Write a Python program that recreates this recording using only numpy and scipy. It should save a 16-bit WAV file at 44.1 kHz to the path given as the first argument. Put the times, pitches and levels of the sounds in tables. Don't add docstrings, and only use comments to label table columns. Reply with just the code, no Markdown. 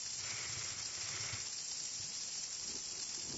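import sys
import numpy as np
from scipy import signal
from scipy.fft import rfft, irfft
from scipy.io import wavfile
from scipy.ndimage import uniform_filter1d, minimum_filter1d

SR = 44100
rng = np.random.default_rng(int(sys.argv[2]) if len(sys.argv) > 2 else 0)


def master_out(mix):
    frames = np.transpose(np.atleast_2d(mix))
    ceiling = np.clip(frames, -1, 1)
    pcm = np.round(ceiling * 32767).astype(np.int16)
    wavfile.write(sys.argv[1], SR, pcm)


N = 148617
T = np.arange(N) / SR
F = np.maximum(np.fft.rfftfreq(N, 1 / SR), 1)

# (frequency [Hz], density [dB per Hz])
JET_COLOUR = [(290, -68), (500, -40.5), (780, -18), (1270, -25), (1630, -14.5), (1810, -13), (3630, -8.5),
              (5530, -3.5), (7600, 1.5), (9880, -39), (16700, -120)]
NOZZLE_HZ = [4320, 4640, 5020, 5385, 5760, 6100, 6580, 6960, 7200, 7420, 2600, 5200, 6320, 7530]
# (width [Hz], lift [dB])
NOZZLE_SHAPE = [(171, 5), (170, 5), (190, 8), (196, 9.5), (234, 10), (168, 3), (170, 2.5), (133, 0),
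                (140, 2.5), (179, 4.5), (905, 2), (120, -1), (202, -1), (91.2, 1)]
# (time [s], level [dB])
FLOW = [(0, -45), (0.201, -43.5), (.45, -44.5), (.6, -43), (0.701, -43.5), (0.759, -46), (.95, -44),
        (1.05, -43.5), (1.22, -43.5), (1.349, -44.5), (1.701, -44), (2.4, -44), (2.6, -45), (2.731, -43.5),
        (2.82, -45), (3.0, -44.5), (3.2, -44), (3.37, -45)]
# (peak time [s], lift [dB])
SLUGS = [(0.063, 5.7), (0.194, 5.7), (0.593, 6.2), (0.792, 5.0), (0.826, 5.5), (1.014, 7.1), (1.09, 6.3),
         (1.213, 5.1), (1.468, 5.7), (1.532, 5.2), (1.588, 5.6), (1.691, 5.0), (1.72, 6.3), (1.774, 5.4),
         (1.944, 5.3), (2.037, 5.7), (2.101, 5.1), (2.378, 5.5), (2.438, 6.3), (2.532, 6.0), (2.679, 5.5),
         (2.705, 5.0), (2.919, 5.7), (3.0, 6.1), (3.026, 7.5), (3.096, 5.0), (3.149, 6.2), (3.223, 5.3),
         (3.297, 5.0)]
# (peak time [s], lift [dB])
SPITS = [(0.111, 4.5), (0.136, 4.7), (0.241, 3.7), (0.306, 4.9), (0.408, 4.3), (0.487, 3.7), (0.526, 3.7),
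         (0.644, 4.7), (0.687, 4.2), (0.862, 4.4), (1.155, 4.5), (1.265, 4.1), (1.337, 3.8), (1.376, 4.5),
         (1.41, 4.5), (1.803, 4.6), (1.857, 4.8), (2.141, 4.3), (2.169, 4.9), (2.211, 4.4), (2.237, 4.7),
         (2.33, 3.7), (2.566, 3.8), (2.641, 3.9), (2.758, 4.1), (2.825, 3.9), (2.857, 4.3), (2.96, 4.4),
         (3.327, 4.8)]
# (time [s], lift [dB])
POPS = [(0.578, 4), (0.643, 4), (0.953, 3), (1.012, 3), (1.089, 6), (1.213, 3), (1.266, 3), (1.72, 5),
        (1.756, 4), (1.802, 4), (2.036, 3), (2.357, 4), (2.437, 3), (2.705, 3), (2.79, 3), (2.92, 4),
        (2.998, 7), (3.027, 3), (3.097, 5), (3.147, 2.5)]
# (frequency [Hz], share [1])
SPUTTER_SHARE = [(1000, 1.8), (2500, 0.31), (5000, 0.99), (7500, 0.12)]

# (time [s], scrape level [dB], boom level [dB])
DRAGS = [
    [(.1, -77, -71.5), (.2, -56, -54), (.3, -50, -57.5), (.42, -51.5, -60), (.55, -53, -53),
     (.7, -52.5, -63), (.8, -56, -60), (.88, -57.5, -60)],
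    [(.97, -54.5, -64), (1.1, -51, -60.5), (1.26, -51, -55), (1.36, -51, -52.5), (1.42, -56.5, -56),
     (1.52, -62.5, -90)],
]
# (frequency [Hz], density [dB per Hz])
SCRAPE_COLOUR = [(150, -39), (250, -11.5), (276, -23), (346, -12.5), (892, -13.5), (1130, -9.5),
                 (1590, -10), (2080, -9), (3600, -10.5), (4680, -17), (7920, -120)]
# (centre [Hz], width [Hz], lift [dB])
SCRAPE_RING = [(1315, 98, 3.5), (1540, 90, 2), (2200, 530, 4.5), (350, 54, 3.5)]
# (time [s], peak level [dB], pitch [Hz])
BUMPS = [(0.051, -53, 111.6), (0.206, -53, 122.5), (0.255, -49, 120), (0.331, -43.5, 128), (0.39, -48, 124),
         (0.463, -47.5, 96.6), (0.491, -41.5, 108), (0.567, -38, 108), (0.631, -48, 96), (0.713, -45, 103),
         (0.8, -48, 95), (0.972, -47.5, 99), (1.031, -46, 104), (1.09, -46, 140), (1.139, -43, 100),
         (1.199, -44, 111), (1.249, -50, 116), (1.328, -36, 108), (1.795, -61, 152), (1.946, -53.5, 111),
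         (1.995, -44, 102.3), (2.039, -51.5, 155), (2.081, -56, 187)]
# (ratio to pitch [1], level [dB], 60 dB decay time [s])
BUMP_MODES = [(1.001, -3.5, 0.13), (1.24, -12.5, 0.15), (2.3, -17, .08), (3.4, -15, 0.082)]
# (time [s], centre [Hz])
SQUEAL_PITCH = [(0.2, 2280), (0.3, 2200), (0.36, 2255), (0.45, 2120), (0.55, 2083), (0.72, 2164),
                (0.78, 2227), (0.826, 2072), (1.1, 2008), (1.18, 2047), (1.23, 2130), (1.29, 2200),
                (1.33, 2083), (1.42, 2140), (1.5, 2200)]
# (time [s], lift [dB])
BITES = [
    (.3, 3),
    (.33, 4.5),
    (.46, 10.5),
    (1.124, 7),
    (1.18, 8.5),
    (1.225, 3.5),
    (1.28, 3.5),
    (1.325, 1),
]

# (peak time [s], level [dB], rise [s], fall [s])
STEPS = [
    (2.66, -63, 0.042, 0.027),
    (2.7, -53, 0.025, 0.047),
    (2.755, -57.5, 0.024, 0.028),
    (2.935, -58.5, .025, 0.015),
    (2.99, -58, 0.015, 0.053),
    (3.1, -64, 0.017, 0.018),
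    (3.19, -58, 0.03, 0.045),
    (3.26, -58.5, .04, .05),
    (3.31, -51.5, 0.036, 0.044),
    (3.355, -50, .03, 0.11),
]
# (frequency [Hz], density [dB per Hz])
STEP_COLOUR = [(24, -46.5), (40, -3.5), (230, 1.5), (348, 1), (456, -2.5), (589, -14), (783, -14),
               (890, -8.5), (1200, -22.5), (1560, -41), (2640, -120)]
# (frequency [Hz], density [dB per Hz])
SHOP_COLOUR = [(12, -38), (20, -4), (43, -2.5), (75, -3.5), (146, 1), (317, -5), (380, -3), (576, -6.5),
               (1500, -6.5), (1950, -41), (3300, -120)]
# (time [s], level [dB])
SHOP_SWELL = [(0, 0), (.18, -1.5), (.3, 1), (1.4, 0.5), (1.55, -0.5), (1.75, 0), (2.2, 0), (2.9, 1),
              (3.37, 0.5)]

# (frequency [Hz], threshold [dB])
DROPOUT = [(1200, -8), (1900, -4.5), (2600, -4.8), (3000, -2.5), (3450, -1.1), (3950, -1.6), (4250, -7),
           (7600, -11)]
# (time [s], low edge [Hz], high edge [Hz])
FILLS = [(.265, 5150, 6900), (.36, 6900, 7580), (1.333, 4650, 5150), (1.498, 6250, 6900),
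         (1.662, 4150, 4650), (1.848, 6900, 7580), (2.355, 4650, 5150), (2.82, 5650, 6900),
         (3.077, 4150, 4650), (3.1, 6250, 6900), (3.147, 4650, 5150), (3.193, 5150, 5650)]


def undb(db):
    return 10 ** (np.asarray(db) / 20)


def unit(x):
    return x / np.sqrt(np.mean(x ** 2))


def follow(table):
    return np.interp(T, *np.array(table).T)


def colour(points, peaks=()):
    hz, db = np.array(points, float).T
    db = np.interp(np.log(F), np.log(hz), db, left=-60, right=-60)
    lift = sum(g / (1 + (2 * (F - centre) / width) ** 2) for centre, width, g in peaks)
    return undb(db + lift)


def hiss(gain):
    return irfft(rfft(rng.standard_normal(N)) * gain, N)


def walk(rate_hz):
    hold = max(int(SR / rate_hz), 1)
    levels = rng.standard_normal(N)[np.arange(N) // hold]
    return unit(uniform_filter1d(uniform_filter1d(levels, hold), hold))


def flutter(rate_hz):
    w = walk(rate_hz)
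    return w - uniform_filter1d(w, SR // 8)


def hump(at, rise, fall):
    d = T - at
    return np.where(d < 0, np.exp(-(d / rise) ** 2), np.exp(-np.maximum(d, 0) / fall))


def sputter():
    slugs = sum(hump(s, 0.008, 0.010) * 0.95 * db for s, db in list(SLUGS) + list(SPITS))
    pops = sum(hump(s, 0.0015, 0.0025) * 1.1 * db for s, db in POPS)
    slugs = slugs - uniform_filter1d(slugs, SR // 5)
    return pops + slugs + 0.4 * flutter(90) + 1.7 * walk(401)


def jet():
    flicker_hz, flicker_db, trim_db = 40, 1.2, 1
    swell = sputter()
    peaks = [(hz, max(width, 90), db) for hz, (width, db) in zip(NOZZLE_HZ, NOZZLE_SHAPE)]
    gain = colour(JET_COLOUR, peaks)
    out = 0
    for hz in 8000 * 2 ** -np.arange(0, 4.5, 1 / 3):
        band = np.cos(np.pi / 2 * np.clip(3 * np.log2(F / hz), -1, 1))
        share = np.interp(hz, *np.array(SPUTTER_SHARE).T)
        out = out + hiss(gain * band) * undb(share * swell + flicker_db * flutter(flicker_hz))
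    return unit(out) * undb(follow(FLOW) + trim_db)


def drag_effort(column):
    d = np.vstack(DRAGS)
    return undb(np.interp(T, d[:, 0], d[:, column], left=-99, right=-99))


def crate():
    push = np.sqrt(np.maximum(drag_effort(1) ** 2 - undb(-63.5) ** 2, 0))
    return scrape() * push + squeal() * push ** 2 / push.max() + boom() * drag_effort(2) + bumps()


def scrape():
    grit_hz, grit_db, trim_db = 90.3, 2, 1
    noise = hiss(colour(SCRAPE_COLOUR, SCRAPE_RING))
    return unit(noise * undb(grit_db * flutter(grit_hz))) * undb(trim_db)


def squeal():
    width_hz, flutter_hz, flutter_db, bite_s, level_db = 280, 25.8, 2.5, 0.011, -4.5
    low = 1 / (1 + (2 * F / width_hz) ** 2)
    turn = 2 * np.pi * np.cumsum(follow(SQUEAL_PITCH)) / SR
    noise = hiss(low) * np.cos(turn) + hiss(low) * np.sin(turn)
    flare = sum(db * hump(s, bite_s, bite_s) for s, db in BITES)
    return unit(noise * undb(flutter_db * walk(flutter_hz) + flare)) * undb(level_db)


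def boom():
    centre_hz, width_hz, trim_db = 110, 48, -4.5
    return unit(hiss(1 / (1 + (2 * (F - centre_hz) / width_hz) ** 2))) * undb(trim_db)


def bumps():
    rise_s, trim_db = 0.01, 5
    detune = 1 + 0.012 * rng.standard_normal((len(BUMPS), len(BUMP_MODES)))
    out = 0
    for (s, db, hz), tune in zip(BUMPS, detune):
        age = np.maximum(T - s, 0)
        rise = 1 - np.exp(-age / rise_s)
        for (ratio, g, t60), j in zip(BUMP_MODES, tune):
            decay = undb(db + g + trim_db - 60 * age / t60)
            out = out + decay * rise * np.sin(2 * np.pi * hz * ratio * j * age)
    return out


def steps():
    power = sum((undb(db) * hump(s, rise, fall)) ** 2 for s, db, rise, fall in STEPS)
    return unit(hiss(colour(STEP_COLOUR)) * undb(1.8 * walk(60))) * np.sqrt(power)


def shop():
    murmur = unit(hiss(colour(SHOP_COLOUR)) * undb(1.8 * flutter(20)))
    return murmur * undb(-63 + follow(SHOP_SWELL))


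def scene():
    mid = jet() + crate() + steps() + shop()
    return np.array([mid, mid])


def dropouts(x):
    f, _, z = signal.stft(x, SR, "hann", 2048, 1536)
    band = np.arange(len(f)) // 4
    power = np.add.reduceat(np.abs(z) ** 2, np.arange(0, len(f), 4))
    power = uniform_filter1d(power, size=5, axis=1)
    wide = np.abs(uniform_filter1d(power, size=9, axis=0))
    usual = np.median(wide, axis=1)[:, None] ** .15 * wide ** .85
    threshold_db = np.interp(f[::4], *np.array(DROPOUT).T, left=-60)
    edge = usual * undb(2 * threshold_db)[:, None]
    keep = minimum_filter1d(1. * (power > edge), size=3, axis=1).clip(.04)
    return signal.istft(z * keep[band], SR, "hann", 2048, 1536)[1][:N]


def stereo_fills(mid):
    fill_s, level_db = 2048 / 44100, -6
    noise = hiss(np.sqrt(np.abs(uniform_filter1d(np.abs(rfft(mid)) ** 2, size=900)) / N))
    spectrum = rfft(noise)
    side = 0
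    for s, low, high in FILLS:
        window = np.cos(np.pi * np.clip((T - s) / fill_s, -.5, .5))
        side = side + irfft(spectrum * (F > low) * (F < high), N) * window
    return side * undb(level_db)


def top_cut(x):
    return signal.sosfilt(signal.butter(12, 8730, fs=SR, output="sos"), x)


def record(dry):
    top_hz, slope_db_per_hz = 7575, -.44
    cut = undb(slope_db_per_hz * np.maximum(F - top_hz, 0))
    mid = irfft(rfft(dropouts(dry[0])) * cut, N)
    side = stereo_fills(mid)
    mix = np.array([mid + side, mid - side])
    return top_cut(mix)


dry = scene()
out = record(dry)
master_out(out)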